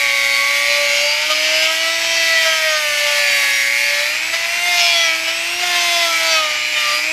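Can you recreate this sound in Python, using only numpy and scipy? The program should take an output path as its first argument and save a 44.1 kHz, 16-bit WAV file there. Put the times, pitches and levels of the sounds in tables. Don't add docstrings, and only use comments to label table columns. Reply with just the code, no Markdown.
import sys
import numpy as np
from scipy import signal
from scipy.fft import rfft, irfft, next_fast_len
from scipy.io import wavfile
from scipy.ndimage import uniform_filter1d

SR = 44100
rng = np.random.default_rng(int(sys.argv[2]) if len(sys.argv) > 2 else 0)


def output_pcm(signal):
    pcm = np.clip(np.atleast_2d(signal).T, -1, 1) * 32767
    wavfile.write(sys.argv[1], SR, np.round(pcm).astype(np.int16))


N = 314300

# time in seconds, shaft speed in turns per second.
SHAFT_SPEED = [(0, 284.4), (.1, 279.5), (.35, 279.1), (.6, 285.5), (.8, 290), (.9, 286), (1.1, 294.1),
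               (1.3, 307.3), (1.6, 316.5), (1.8, 325.3), (2.0, 331.8), (2.2, 331.2), (2.4, 326.5),
               (2.65, 315.8), (2.9, 296), (3.2, 291.4), (3.45, 281.7), (3.65, 280.4), (3.85, 287.8),
               (4.0, 290.3), (4.1, 300.4), (4.3, 330), (4.48, 338.3), (4.68, 353.6), (4.8, 348.3),
               (5.0, 335.8), (5.12, 324.7), (5.25, 326.1), (5.4, 333.8), (5.63, 357.1), (5.8, 348.5),
               (6.0, 341), (6.17, 327.9), (6.31, 326), (6.4, 313.3), (6.5, 302.5), (6.7, 304.7),
               (6.9, 296.5), (7.0, 302.8), (7.13, 320.3)]
# time in seconds, level in dB about a steady stroke.
STROKE_PRESSURE = [(0, -1.5), (.55, 0), (.78, 4.5), (.95, 2.5), (1.04, 2.5), (1.27, -5.5), (1.4, -1),
                   (1.6, 3.5), (1.77, -0.5), (1.9, -0.5), (2.35, 0), (2.47, 5), (2.6, 1.5), (2.72, 5),
                   (2.85, 1.5), (3.12, 2), (3.3, 0), (3.62, -5.5), (4.0, 0), (4.2, -13), (4.32, -14),
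                   (4.38, -4), (4.53, -4.5), (4.8, 4), (5.05, 2.5), (5.22, -7.5), (5.6, -7.5), (5.66, 1.5),
                   (5.77, 5), (6.03, 5.5), (6.18, -1), (6.32, 5.5), (6.46, -2), (6.72, -14), (6.78, -6),
                   (6.9, -5), (6.95, 0), (7.02, -9.5), (7.13, -10.5)]
# start in seconds, extra pressure in dB, length in seconds.
FELT_BITES = [(1.289, 9.5, 0.053), (2.45, 2.5, 0.06), (4.324, 13.5, 0.042), (5.268, 9.5, 0.044),
              (5.623, 10, 0.031), (6.755, 6.5, 0.038)]
# order, level in dB relative to the common chatter level.
CHATTER_ORDERS = [(11, -10), (12, -12), (13, -17), (14, -9.5), (15, -10.5), (17, -10.5), (18, -13.5),
                  (19, -14.5), (20, -22.5), (21, -19), (22, -31), (23, -17.5), (25, -21), (26, -26)]
# order, level in dB at steady pressure, share of the pressure swing.
SLAP_ORDERS = [(2, -29, 1), (4, -37.5, 1), (6, -29.5, 0.74)]
# order, level in dB, share of the pressure swing.
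SLOT_ORDERS = [(7, -32, 0.25), (9, -33, 0.46), (10, -32.5, 1), (16, -36, 0.1)]
# time in seconds, level in dB.
BUZZ_LEVEL = [(0, -25), (.4, -23), (.68, -22.5), (1.08, -24.5), (1.45, -30), (1.75, -33), (2.25, -31),
              (2.55, -39), (2.93, -26.5), (3.2, -24.5), (3.35, -23.5), (3.72, -21.5), (4.06, -28),
              (4.36, -37), (4.65, -46), (4.83, -30), (5.0, -44), (5.08, -27), (5.3, -38), (5.53, -29),
              (5.62, -39), (5.85, -37), (6.0, -39), (6.36, -46), (6.48, -29), (6.7, -26), (6.79, -39),
              (7.0, -25), (7.13, -25)]
# offset in multiples of the ripple, level in dB relative to the buzz.
SLOT_SIDEBANDS = [(-3, -17.5), (-2, -6.5), (1, -8.5), (2, -11), (3, -20)]
# time in seconds, level in dB.
UNBALANCE_LEVEL = [(0, -51), (1.06, -51), (1.19, -66), (1.28, -44.5), (2.24, -44.5), (2.62, -52),
                   (2.94, -55.5), (3.13, -66), (3.4, -50), (4.05, -55), (4.3, -46), (4.455, -61),
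                   (4.7, -46), (4.86, -54), (5.19, -41.5), (5.4, -46), (5.55, -39), (6.34, -45),
                   (6.54, -52), (6.7, -49.5), (6.87, -53), (7.13, -40)]
# order, level in dB, share of the pressure swing.
SHAFT_ORDERS = [(3, -41.5, 0.48), (5, -41.5, 0.84), (24, -46, -0.57)]
# centre in Hz, half width in Hz, gain in dB.
RESONANCES = [(548, 25, -5.5), (1039, 39, 2.5), (1129, 15.5, 8.5), (1228, 20, 8.5), (1314, 14, 6),
              (1606, 59, 11), (1970, 41, 4.5), (2140, 67, 2), (2261, 64, 7), (2391, 25, 3.5),
              (2930, 240, -1), (3355, 26, 0)]
# centre in seconds, order, gain in dB, half length in seconds.
ORDER_SWELLS = [(.5, 6, -16, 1), (0.36, 16, 10.5, 0.13), (1.078, 16, 9, 0.1), (1.08, 4, -3.5, 0.18),
                (1.332, 4, 8, 0.02), (1.544, 4, -4.5, 0.25), (1.62, 8, -16, 0.23), (1.649, 9, 7.5, .15),
                (1.7, 4, 12.5, .04), (2.035, 24, 10, 0.12), (2.158, 4, -8, 0.14), (2.198, 8, 6, 0.11),
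                (2.322, 6, 7.5, 0.15), (2.479, 4, 3, 0.03), (2.503, 8, -11, 0.097), (2.7, 8, 3, 0.052),
                (2.95, 8, -23, 0.15), (3.3, 24, 11, .1), (3.353, 16, 11, 0.097), (3.45, 6, 6, 0.18),
                (3.749, 4, -5, .25), (4.353, 6, 7, 0.025), (4.691, 6, 7, 0.17), (4.719, 5, 12.5, 0.067),
                (4.822, 8, 7, 0.055), (4.853, 6, -16, 0.045), (4.875, 7, 8, 0.23), (4.894, 4, -12, 0.029),
                (5.014, 10, 8, 0.13), (5.29, 9, 10, 0.023), (5.42, 24, 5, .1), (5.721, 5, 11, 0.083),
                (5.85, 4, -9, 0.078), (6.108, 6, -16, 0.028), (6.111, 4, 10, 0.059), (6.15, 7, 7.5, 0.08),
                (6.298, 6, -9, 0.16), (6.362, 8, 11.5, 0.043), (6.392, 4, 13, 0.052), (6.78, 10, 9, 0.035),
                (6.881, 4, 20.5, 0.088), (7.1, 8, 7, 0.074), (.63, 12, 8, .1), (.79, 14, 11, 0.12),
                (0.912, 23, 6.5, 0.18), (.92, 24, 10, .09), (0.995, 19, 8, 0.074), (1.082, 22, 25, 0.15),
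                (1.12, 3, 5.5, 0.09), (1.24, 5, 9, 0.052), (1.401, 20, 19.5, 0.098), (1.448, 6, 6.5, .08),
                (1.487, 16, 8, 0.23), (1.58, 10, -12, 0.068), (1.937, 10, -14, 0.14), (2.1, 15, 7, 0.13),
                (2.16, 13, 6, .15), (2.17, 17, 4, .15), (2.48, 15, 3, .1), (2.505, 14, 8, .06),
                (2.513, 19, 10, 0.069), (2.66, 9, -17, .12), (2.699, 10, -1.5, 0.08), (2.796, 5, 6, 0.18),
                (2.822, 21, 17, 0.12), (2.903, 4, 7, 0.063), (3.172, 5, 8, .09), (3.249, 10, -10, .07),
                (3.57, 20, 21, 0.22), (3.56, 24, 8, .14), (3.87, 7, -10, .07), (3.968, 15, 10, 0.097),
                (4.09, 10, -9, .07), (4.559, 16, -13, 0.27), (4.721, 9, -5, .09), (4.83, 16, 13, 0.062),
                (4.84, 15, 9, .1), (4.93, 13, 13, .1), (5.04, 17, 8, .06), (5.04, 18, 10, 0.065),
                (5.22, 6, -11, 0.11), (5.8, 12, 1, .15), (5.84, 7, -7, 0.13), (6.01, 13, 2, .15),
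                (6.13, 8, -10, .04), (6.29, 12, 10, .06), (6.311, 14, 7, 0.061), (6.31, 17, 6, .06),
                (6.332, 18, 8, 0.062), (6.32, 16, -14, 0.12), (6.58, 4, 10, 0.12), (6.614, 10, 8, .1),
                (6.65, 7, 5, .07), (6.83, 12, 10, 0.089), (6.92, 16, 10, 0.11), (7.018, 6, -13, .12),
                (.25, 8, 3.5, 0.34), (1.877, 4, 6.5, .06), (4.603, 8, 4.5, 0.1), (5.16, 4, 7, .05),
                (5.897, 3, 6, 0.33), (6.019, 6, 6.5, .04), (6.776, 8, 5.5, .04), (.9, 2, 0.5, 0.15),
                (1.32, 10, 4, .04), (1.32, 11, -6, .04), (2.85, 2, -3, 0.24), (3.55, 40, 7, .25),
                (3.549, 44, 9, .25), (3.863, 16, 12, 0.046), (6.38, 11, 7, 0.037), (6.448, 2, 4.5, .05),
                (6.78, 12, 3, .03), (.15, 3, 4.5, .3), (1.9, 3, 4, 0.37), (4.15, 8, 3, 0.092),
                (4.87, 10, 3, 0.071), (5.29, 2, -4.5, .03), (5.42, 8, 2.5, .15), (6.65, 8, 2.5, .15)]
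# frequency in Hz, relative density in dB.
NOISE_SPECTRUM = [(300, -29.5), (500, -24), (800, -13.5), (1200, -15), (1700, -5.5), (2150, 3.5), (2900, 1),
                  (3600, -9.5), (4800, -8.5), (6300, -12), (9200, -26), (11500, -23.5), (15000, -30.5)]
BAND_EDGES_HZ = [1508, 2480, 3380, 7500]
# level in dB at steady pressure, share of the pressure swing.
BAND_LEVELS = [(-28, .05), (-29.5, 0.21), (-24, 0.19), (-33.5, 0.22)]
# time in seconds, then drone, housing, rim, hiss, air gain in dB.
BAND_COLOUR = [(0, -2.5, -4, -1, -1.5, 1.5), (.5, -3, -3, -1, -1.5, 1), (.8, -1.5, -5, 2, -0.5, 0),
               (1.2, -1.5, -7, 3, 0.5, -1.5), (1.63, 0.5, -6, 8.5, -0.5, 1), (2.0, 0.5, 2, -2, -2, -1),
               (2.3, -3, 2, -6, 1.5, 1), (2.8, 1.5, 2.5, 3.5, -6, 0), (3.1, -2, -0.5, 1.5, 0, 2.5),
               (3.5, 0.5, -2, 0, -0.5, 5.5), (3.8, -3, -1, -10, -1, 3), (4.2, 3, 2.5, 4, -1, 0),
               (4.58, 4, 5, -11, -3.5, 0), (4.8, -3, 2, -2, 2.5, 2), (5.05, 0.5, -2, 2, -2.5, -1),
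               (5.5, 5.5, 1, 1, -4, -0.5), (5.9, 1.5, 3, -3, -0.5, 1.5), (6.3, -2, 3.5, -5, 1.5, 1.5),
               (6.55, 2, 1, -2, -2.5, -4.5), (6.86, -1, 0.5, 2, 1, 1.5), (7.13, 3.5, 1, -14, -3.5, -3)]
# order, level in dB relative to the fan air.
FAN_ORDERS = [(27, -27), (28, -19), (30, -23), (31, -18), (32, -15.5), (34, -17), (36, -18), (38, -19),
              (40, -24), (44, -38)]
# shift in orders, outer and inner race level in dB relative to the hiss.
BEARING_TONES = [(0, -27, -52), (1, -37, -41), (2, -23.5, -17.5), (3, -20.5, -13), (4, -14.5, -13.5),
                 (5, -25, -31.5), (6, -37, -30), (7, -13, -28), (8, -21.5, -25), (9, -21, -16),
                 (10, -21.5, -51)]
# frequency in Hz, relative density in dB.
ROOM_SPECTRUM = [(20, -12), (40, -2), (70, 3.5), (110, 0.5), (160, -3.5), (300, -3.5), (600, -7)]

RIPPLE_HZ = 120


def from_db(db):
    return 10 ** (np.asarray(db) / 20)


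def unit_rms(x):
    return x / np.sqrt(np.mean(x ** 2) + 1e-20)


def curves(rows):
    times, *columns = np.transpose(rows)
    return [np.interp(np.arange(N) / SR, times, column) for column in columns]


def drift(rate_hz):
    step, settle = 40, 2000
    pole = np.exp(-2 * np.pi * rate_hz * step / SR)
    noise = rng.standard_normal(N // step + settle + 2)
    slow = signal.lfilter([1], [1, -2 * pole, pole * pole], noise)[settle:]
    return np.interp(np.arange(N) / step, np.arange(len(slow)), unit_rms(slow))


def fading(depth_db, rate_hz):
    return depth_db * np.minimum(drift(rate_hz), 1.1)


def noise_band(spectrum, low_hz, high_hz):
    size = next_fast_len(N)
    hz = np.maximum(np.arange(size // 2 + 1) * SR / size, 1)
    points_hz, points_db = np.transpose(spectrum)
    shape = from_db(np.interp(np.log(hz), np.log(points_hz), points_db))
    band = 1 / np.sqrt((1 + (low_hz / hz) ** 16) * (1 + (hz / high_hz) ** 16))
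    return unit_rms(irfft(rfft(rng.standard_normal(size)) * shape * band, size)[:N])


def tone(turns, level_db):
    return np.sqrt(2) * from_db(level_db) * np.cos(2 * np.pi * turns)


def throb(turns, depth):
    return 1 + depth * np.cos(2 * np.pi * turns)


def emphasis_db(order, speed):
    step = 32
    t, hz = np.arange(0, N, step) / SR, order * speed[::step]
    response = sum(db * np.exp(-((hz - centre) / width) ** 2) for centre, width, db in RESONANCES)
    swells = sum(db * np.exp(-((t - centre) / half) ** 2)
                 for centre, k, db, half in ORDER_SWELLS if k == order)
    return np.repeat(response + swells, step)[:N]


def harmonics(rows, speed, shaft, ripple, press_db, waver_db, depth):
    out = np.zeros(N)
    for order, db, share in rows:
        phase = order * shaft + rng.random()
        level_db = db + share * press_db + emphasis_db(order, speed) + waver_db * drift(7.3)
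        out += tone(phase, level_db) * throb(ripple + rng.random(), depth)
    return out


def contact_pressure(bite_s=0.014, let_go_s=0.023):
    t = np.arange(N) / SR
    press_db = curves(STROKE_PRESSURE)[0]
    for start, db, length in FELT_BITES:
        ramps = np.minimum((t - start) / bite_s, (start + length - t) / let_go_s)
        press_db += db * np.clip(ramps, 0, 1)
    return press_db


def bit_slap(speed, shaft, ripple, press_db):
    return harmonics(SLAP_ORDERS, speed, shaft, ripple, press_db, waver_db=2.12, depth=0.011)


def bit_chatter(speed, shaft, ripple, press_db):
    chatter_db = -27.5 + 0.63 * press_db
    out = np.zeros(N)
    for order, db in CHATTER_ORDERS:
        level_db = chatter_db + db + emphasis_db(order, speed)
        out += tone(order * shaft + rng.random(), level_db + fading(4.9, rate_hz=8.2))
    return out * throb(ripple, depth=0.16)


def armature(speed, shaft, ripple, press_db, slots=8):
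    slot_phase = slots * shaft
    slot_db = -29.5 + 0.1 * press_db + emphasis_db(slots, speed)
    buzz_db = curves(BUZZ_LEVEL)[0]
    out = tone(slot_phase + 0.17 * drift(0.97), slot_db) + tone(slot_phase - ripple, buzz_db)
    for offset, db in SLOT_SIDEBANDS:
        out += tone(slot_phase + offset * ripple, buzz_db + db + 0.95 * drift(5.6))
    return out + harmonics(SLOT_ORDERS, speed, shaft, ripple, press_db, waver_db=2.5, depth=0.28)


def shaft_and_commutator(speed, shaft, ripple, press_db):
    hum = tone(shaft, curves(UNBALANCE_LEVEL)[0])
    return hum + harmonics(SHAFT_ORDERS, speed, shaft, ripple, press_db, waver_db=2.5, depth=0.13)


def band_levels(press_db):
    drone_gain_db, *colours = curves(BAND_COLOUR)
    levels = [db + share * press_db + colour_db for (db, share), colour_db in zip(BAND_LEVELS, colours)]
    return drone_gain_db, *levels


def friction(ripple, press_db, drone_gain_db, housing_db, rim_db, hiss_db):
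    drone_top, housing_top, rim_top, hiss_top = BAND_EDGES_HZ
    drone_rms = from_db(drone_gain_db + hiss_db - 11) + from_db(press_db - 54.5)
    drone = drone_rms * noise_band(NOISE_SPECTRUM, 180, drone_top)
    housing = from_db(housing_db) * noise_band(NOISE_SPECTRUM, drone_top, housing_top)
    rim = from_db(rim_db) * noise_band(NOISE_SPECTRUM, housing_top, rim_top)
    hiss = from_db(hiss_db) * noise_band(NOISE_SPECTRUM, rim_top, hiss_top)
    throbbing = housing * throb(ripple, 0.28) + rim * throb(ripple, 0.18) + hiss * throb(ripple, 0.08)
    return (drone + throbbing) * from_db(0.9 * drift(16))


def bearing(shaft, hiss_db, outer_passes=2.57, inner_passes=4.43):
    out = np.zeros(N)
    for shift, outer_db, inner_db in BEARING_TONES:
        swell_db = hiss_db + fading(10, rate_hz=1.67)
        out += tone((outer_passes + shift) * shaft + rng.random(), swell_db + outer_db)
        out += tone((inner_passes + shift) * shaft + rng.random(), swell_db + inner_db)
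    return out


def fan_whine(speed, shaft, air_db, clear_hz=293, db_per_hz=-0.1286):
    whine_db = air_db + db_per_hz * np.maximum(speed - clear_hz, 0)
    out = np.zeros(N)
    for order, db in FAN_ORDERS:
        level_db = whine_db + db + emphasis_db(order, speed)
        out += tone(order * shaft + rng.random(), level_db + fading(4.9, rate_hz=9.3))
    return out


def fan_air(air_db):
    return from_db(air_db + 0.86 * drift(8.8)) * noise_band(NOISE_SPECTRUM, BAND_EDGES_HZ[-1], SR / 2)


def workshop_rumble():
    return from_db(-53) * noise_band(ROOM_SPECTRUM, 15, 900)


def scene():
    speed = uniform_filter1d(curves(SHAFT_SPEED)[0], size=2200)
    shaft = np.cumsum(speed) / SR + 0.0076 * drift(11.3)
    ripple = RIPPLE_HZ * np.arange(N) / SR
    press_db = contact_pressure()
    drone_gain_db, housing_db, rim_db, hiss_db, air_db = band_levels(press_db)
    drive = speed, shaft, ripple, press_db
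    tones = bit_chatter(*drive) + bit_slap(*drive) + armature(*drive) + shaft_and_commutator(*drive)
    tones += fan_whine(speed, shaft, air_db) + bearing(shaft, hiss_db)
    noise = friction(ripple, press_db, drone_gain_db, housing_db, rim_db, hiss_db) + fan_air(air_db)
    tool = tones + noise * throb(shaft, depth=0.045)
    return np.tile(tool + workshop_rumble(), (2, 1))


def record(dry, cutoff_hz=15050):
    return signal.sosfilt(signal.ellip(14, .3, 70, cutoff_hz, fs=SR, output="sos"), dry)


dry = scene()
out = record(dry)
output_pcm(out)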